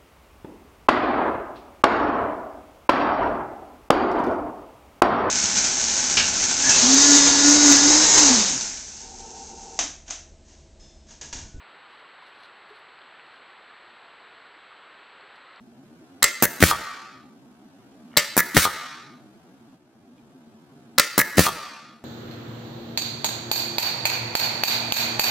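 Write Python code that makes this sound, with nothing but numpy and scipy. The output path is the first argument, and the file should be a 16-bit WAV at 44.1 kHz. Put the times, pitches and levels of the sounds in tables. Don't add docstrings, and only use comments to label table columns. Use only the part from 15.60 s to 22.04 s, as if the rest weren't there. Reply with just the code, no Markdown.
import sys
import numpy as np
from scipy import signal
from scipy.fft import rfft, irfft
from scipy.io import wavfile
from scipy.ndimage import uniform_filter1d

SR = 44100
rng = np.random.default_rng(int(sys.argv[2]) if len(sys.argv) > 2 else 0)


def put_to_file(sound):
    columns = np.atleast_2d(sound).T
    safe = np.clip(columns, -1, 1)
    whole_steps = np.round(safe * 32767)
    wavfile.write(sys.argv[1], SR, whole_steps.astype(np.int16))


N = 284004
T = np.arange(SR // 2) / SR


def amp(db):
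    return 10 ** (np.asarray(db) / 20)


def curve_at(points, hz):
    row_hz, value = np.transpose(points)
    return np.interp(np.log(hz + 1), np.log(row_hz + 1), value)


def add(mix, start_s, sound):
    part = mix[round(start_s * SR):][:len(sound)]
    part += sound[:len(part)]


def noise(spectrum, size):
    colour = amp(curve_at(spectrum, np.fft.rfftfreq(size, 1 / SR)))
    hiss = irfft(rfft(rng.standard_normal(size)) * colour, size)
    return hiss / hiss.std()


def ring(modes, scatter_s, crack_db):
    tones = sum(amp(db - 60 * T / ring_s) * np.sin(2 * np.pi * hz * T) for hz, db, ring_s in modes)
    contacts = rng.standard_normal(len(T)) * np.exp(-T / scatter_s)
    contacts[0] = 2 * np.linalg.norm(contacts)
    crack = amp(crack_db) * contacts * (T > 0) / 3
    return signal.fftconvolve(tones, contacts / np.linalg.norm(contacts))[:len(T)] + crack


def gust(spectrum, db, rise_s, sag_db, hold_s, fall_s):
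    rise = 1 - np.exp(-T / rise_s)
    sag = amp(sag_db * np.exp(-T / .0047))
    fall = np.exp(-np.maximum(T - hold_s, 0) / fall_s)
    return amp(db) * rise * sag * fall * noise(spectrum, len(T))


def bump(at_s, width_s):
    return np.exp(-((T - at_s) / width_s) ** 2)


# frequency in Hz, level in dB.
DRONE_COLOUR = [(18, -74.5), (30, -37.5), (48, -31), (138, -8.5), (184, -11.5), (239, -1), (499, -20.5),
                (702, -16.5), (1010, -23.5), (1540, -24.5), (1860, -31), (3220, -32.5), (3490, -33.5),
                (13300, -43.5), (16000, -57.5)]
# frequency in Hz, how alike the drone is left and right (1 is the same, -1 opposite).
DRONE_LIKENESS = [(60, -0.36), (180, 1), (550, 0.89), (1650, 0.17), (4970, -0.28), (15000, -0.32)]
# time in seconds after slowing, level in dB.
DRONE_LEVEL = [(0, -52.5), (.6, -48), (1.9, -51), (2.5, -48.5), (3.8, -50), (4.14, -51), (4.179, -56.5),
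               (4.601, -52), (5.3, -50), (6.44, -52)]
def room_drone():
    left, other = rfft(noise(DRONE_COLOUR, N)), rfft(noise(DRONE_COLOUR, N))
    alike = np.clip(curve_at(DRONE_LIKENESS, np.fft.rfftfreq(N, 1 / SR)), -1, 1)
    right = alike * left + np.sqrt(1 - alike ** 2) * other
    slowed_s, db = np.transpose(DRONE_LEVEL)
    return irfft(np.array([left, right]), N) * amp(np.interp(np.arange(N) / SR, slowed_s / 2, db))


# frequency in Hz, how alike the gun is left and right (1 is the same).
GUN_LIKENESS = [(100, 1), (400, .9), (1200, 0.98), (3000, 0.93), (6000, 0.65), (11000, 0.41), (15000, 0.65)]
# frequency in Hz, how much louder the left is in dB.
GUN_BALANCE = [(100, 4), (400, 0.55), (1000, -1.5), (8000, 0)]
def microphone_pair(centre, edge):
    hz = np.fft.rfftfreq(N, 1 / SR)
    alike = np.clip(curve_at(GUN_LIKENESS, hz), 0, 1)
    mid = rfft(centre)
    side = rfft(edge) * np.sqrt((1 - alike) / (1 + alike))
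    lean = amp(curve_at(GUN_BALANCE, hz) / 2)
    return irfft(np.array([lean * (mid + side), (mid - side) / lean]), N)


# frequency in Hz, ring time in seconds before the extra fade and slowing.
ECHO_TIMES = [(150, 0.21), (600, .4), (1500, .6), (5000, 0.54), (9000, 0.31), (16000, 0.22)]
def room_echo(sound):
    hz, t, bands = signal.stft(rng.standard_normal((2, SR // 2)), SR, nperseg=256)
    alike = np.clip(curve_at(GUN_LIKENESS, hz) - .08, 0, 1)[:, None]
    bands[1] = alike * bands[0] + np.sqrt(1 - alike ** 2) * bands[1]
    tail = signal.istft(bands * amp(-60 * t / curve_at(ECHO_TIMES, hz)[:, None]), SR, nperseg=256)[1]
    age_s = np.arange(tail.shape[1]) / SR
    tail *= 1 - np.exp(-age_s / .003)
    tail *= np.exp(-(age_s / .27) ** 4)
    tail /= np.linalg.norm(tail[0])
    return signal.fftconvolve(sound[None], tail, axes=1)[:, :N]


# start in seconds after slowing, level in dB, pitch in Hz.
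TRIGGER_TICKS = [(2.521, -52, 2240), (2.538, -44, 1414), (4.579, -55, 2413)]
def trigger_ticks(mix):
    for slowed_s, db, hz in TRIGGER_TICKS:
        modes = [(hz, db, .02), (1.3 * hz, db + 2, .012)]
        add(mix, slowed_s / 2, ring(modes, scatter_s=.002, crack_db=db - 11.5))


# pitch in Hz, level in dB, ring time in seconds before slowing.
SOLENOID_TONES = [(1350, -14.5, 0.0075), (1900, -14.5, .012), (4100, -6.5, 0.009), (5000, -23.5, .009)]
SHELL_TONES = [(595, -14.5, 0.048), (1368, -11.5, 0.03), (1794, -17, 0.086), (1914, -16, 0.068),
               (2066, -8.5, .015), (4130, -2, .008), (4700, -13.5, 0.086), (5670, -7, 0.0078),
               (7600, -5.5, 0.027)]
# frequency in Hz, level in dB.
RATTLE_COLOUR = [(180, -47), (300, -15), (593, -12.5), (787, -26.5), (1360, -5.5), (1530, -13), (2070, 1.5),
                 (2280, -10.5), (5080, -14.5), (5520, -10), (16000, -30.5)]
def nozzle_back(mix, start_s):
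    add(mix, start_s, ring(SOLENOID_TONES, scatter_s=.0015, crack_db=-28.5))
    slam = ring(SHELL_TONES, scatter_s=.0025, crack_db=10)
    rattle = gust(RATTLE_COLOUR, db=-10.5, rise_s=.00026, sag_db=4.9, hold_s=.0027, fall_s=.02)
    add(mix, start_s + .0034, slam + rattle)


# frequency in Hz, level in dB.
VENT_COLOUR = [(200, -36.5), (900, -8.5), (1700, 0.5), (3290, -15.5), (3880, -9.5), (5300, -9.5),
               (6050, -5), (6600, -10), (7300, -8), (10300, -8.5), (11600, -1), (13300, -7), (15300, -1.5),
               (16000, -8.5)]
# pitch in Hz, level in dB, ring time in seconds before slowing.
SEAT_TONES = [(581.7, -17.5, 0.035), (1705, -10, 0.049), (1768, -10, 0.04), (1944, -8.5, 0.05),
              (2080, -10, 0.035)]
def nozzle_forward(mix, start_s):
    pop = 1.1 * bump(.0007, .00028) - .2 * bump(.0002, .0002)
    rebound = .25 * bump(.0042, .001) - .5 * bump(.002, .0009)
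    hiss = gust(VENT_COLOUR, db=-8.5, rise_s=.0008, sag_db=7.1, hold_s=.012, fall_s=.002)
    add(mix, start_s, pop + rebound + hiss)
    add(mix, start_s + .012, ring(SEAT_TONES, scatter_s=.0023, crack_db=-18.5))


# pitch in Hz, level in dB, ring time in seconds before slowing.
VALVE_TONES = [(913, -7, 0.034), (1153, -7, 0.067), (1212, 1, 0.027), (3276, -18, .08), (4210, -16, 0.033),
               (8720, -17, 0.0095)]
def valve_shut(mix, start_s):
    add(mix, start_s, ring(VALVE_TONES, scatter_s=.00027, crack_db=-2.5))
    add(mix, start_s + .0075, amp(-7.5) * ring(VALVE_TONES, scatter_s=.0008, crack_db=-12.5))


# pitch in Hz, level in dB, ring time in seconds before slowing.
CARD_TONES = [(107.6, -5.5, 0.04), (179.3, -5.5, 0.035), (296, 0.5, 0.014), (480, -3, 0.015)]
def card_slap(mix, start_s, db):
    add(mix, start_s, amp(db) * ring(CARD_TONES, scatter_s=.0014, crack_db=-49))


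# frequency in Hz, level in dB.
JET_COLOUR = [(88, -21), (150, -9), (201, -21), (612, -22.5), (805, -18.5), (1210, -7), (1290, -3),
              (1560, -6.5), (1980, -6), (2870, -10), (3620, -8), (8560, -12), (16000, -15)]
# pitch in Hz, level in dB, ring time in seconds before slowing.
TUBE_TONES = [(1853, 9.5, .005), (562.3, -6, 0.012)]
def air_shot(mix, start_s):
    lead_s = .0125
    shudder = amp(-11.5) * np.sin(2 * np.pi * 270 * T) * (1 - np.exp(-T / .0046)) * (T < lead_s)
    hiss = gust(JET_COLOUR, db=-19, rise_s=.0015, sag_db=.1, hold_s=.024, fall_s=.001)
    add(mix, start_s - lead_s, shudder + hiss)
    blast = 1.8 * bump(.0014, .00037) - .55 * bump(.0023, .0023)
    tube = ring(TUBE_TONES, scatter_s=.0001, crack_db=4.2)
    jet = gust(JET_COLOUR, db=-10, rise_s=.0014, sag_db=13, hold_s=.042, fall_s=.0045)
    add(mix, start_s, blast + tube + jet)


# the starts of nozzle back, nozzle forward, shot and valve shut
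# in seconds after slowing, then the card's level in dB.
FIRINGS = [(.6212, .8196, 1.0234, 1.1075, 2.5), (2.5605, 2.7688, 2.9640, 3.0487, -3),
           (5.3764, 5.5744, 5.7822, 5.8616, 4)]
def gun():
    mix = np.zeros(N)
    for *slowed_s, card_db in FIRINGS:
        back_s, forward_s, shot_s, shut_s = np.divide(slowed_s, 2)
        nozzle_back(mix, back_s)
        nozzle_forward(mix, forward_s)
        air_shot(mix, shot_s)
        card_slap(mix, shot_s + .001, card_db)
        valve_shut(mix, shut_s)
    trigger_ticks(mix)
    return mix


def scene():
    centre, edge = gun(), gun()
    return microphone_pair(centre, edge) + amp(-14.5) * room_echo(centre) + room_drone()


# start in seconds after slowing,
# length of the first slice in milliseconds, length of the second in milliseconds.
STUTTER_SLICES = [(.6287, 12.91, 7.14), (.8277, 8.68, 10.31), (1.0065, 10.81, 10.73), (1.0917, 12.74, 4.04),
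                  (2.5428, 16.85, 6.55), (2.7643, 9.74, 4.98), (2.9512, 9.77, 7.08), (3.0329, 12.74, 4.04),
                  (5.3841, 12.91, 7.14), (5.5828, 10.24, 15.02), (5.7540, 13.48, 10.73),
                  (5.8459, 12.73, 4.04)]
def half_speed(sound):
    shortest, longest, compared = 200, 700, 400
    sound = np.pad(sound, ((0, 0), (SR, 0)))
    plan = {SR + round(slowed_s / 2 * SR): [round(ms * SR / 1000) for ms in lengths_ms]
            for slowed_s, *lengths_ms in STUTTER_SLICES}
    pieces, queue, at = [], [], SR
    while 2 * (at - SR) < N:
        queue = list(plan.get(at, queue))
        gap = min([start - at for start in plan if start > at] + [SR])
        if queue:
            size = queue.pop(0)
        elif gap < longest + shortest:
            size = gap if gap < longest else gap // 2
        else:
            behind = sound[0, at - longest:at + compared - shortest]
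            match = np.correlate(behind, sound[0, at:at + compared])[::-1]
            size = shortest + np.argmax(match)
        before, current = sound[:, at - size:at], sound[:, at:at + size]
        height = abs(current[0])
        is_blow = height.max() > 6 * before[0].std()
        onset = np.argmax(height > height.max() / 2) * is_blow
        fade_size = onset - 40 if onset > .4 * size else size
        fade = np.minimum(np.arange(size) / fade_size, 1)
        pieces += [(1 - fade) * current + fade * before, current]
        at += size
    return np.hstack(pieces)[:, :N]


def record(dry):
    dry = signal.lfilter(*signal.butter(2, 55, "high", fs=SR), dry)
    threshold_db, duck_share, top_hz = -18.5, .55, 16250
    power_db = 10 * np.log10(abs(uniform_filter1d((dry ** 2).mean(0), 200)) + 1e-12)
    sink_db = np.arange(N) * 91.0 / SR
    held_db = np.maximum.accumulate(power_db + sink_db) - sink_db
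    over_db = np.maximum(held_db - threshold_db, 0)
    late_db = signal.lfilter([1 / 300], [1, 1 / 300 - 1], over_db)
    slow = half_speed(np.clip(dry * amp(-duck_share * late_db), -1, 1))
    treble_cut = signal.firwin(255, top_hz, window=("kaiser", 6), fs=SR)
    return np.clip(signal.oaconvolve(slow, treble_cut[None], "same"), -1, 1)


dry = scene()
out = record(dry)
put_to_file(out)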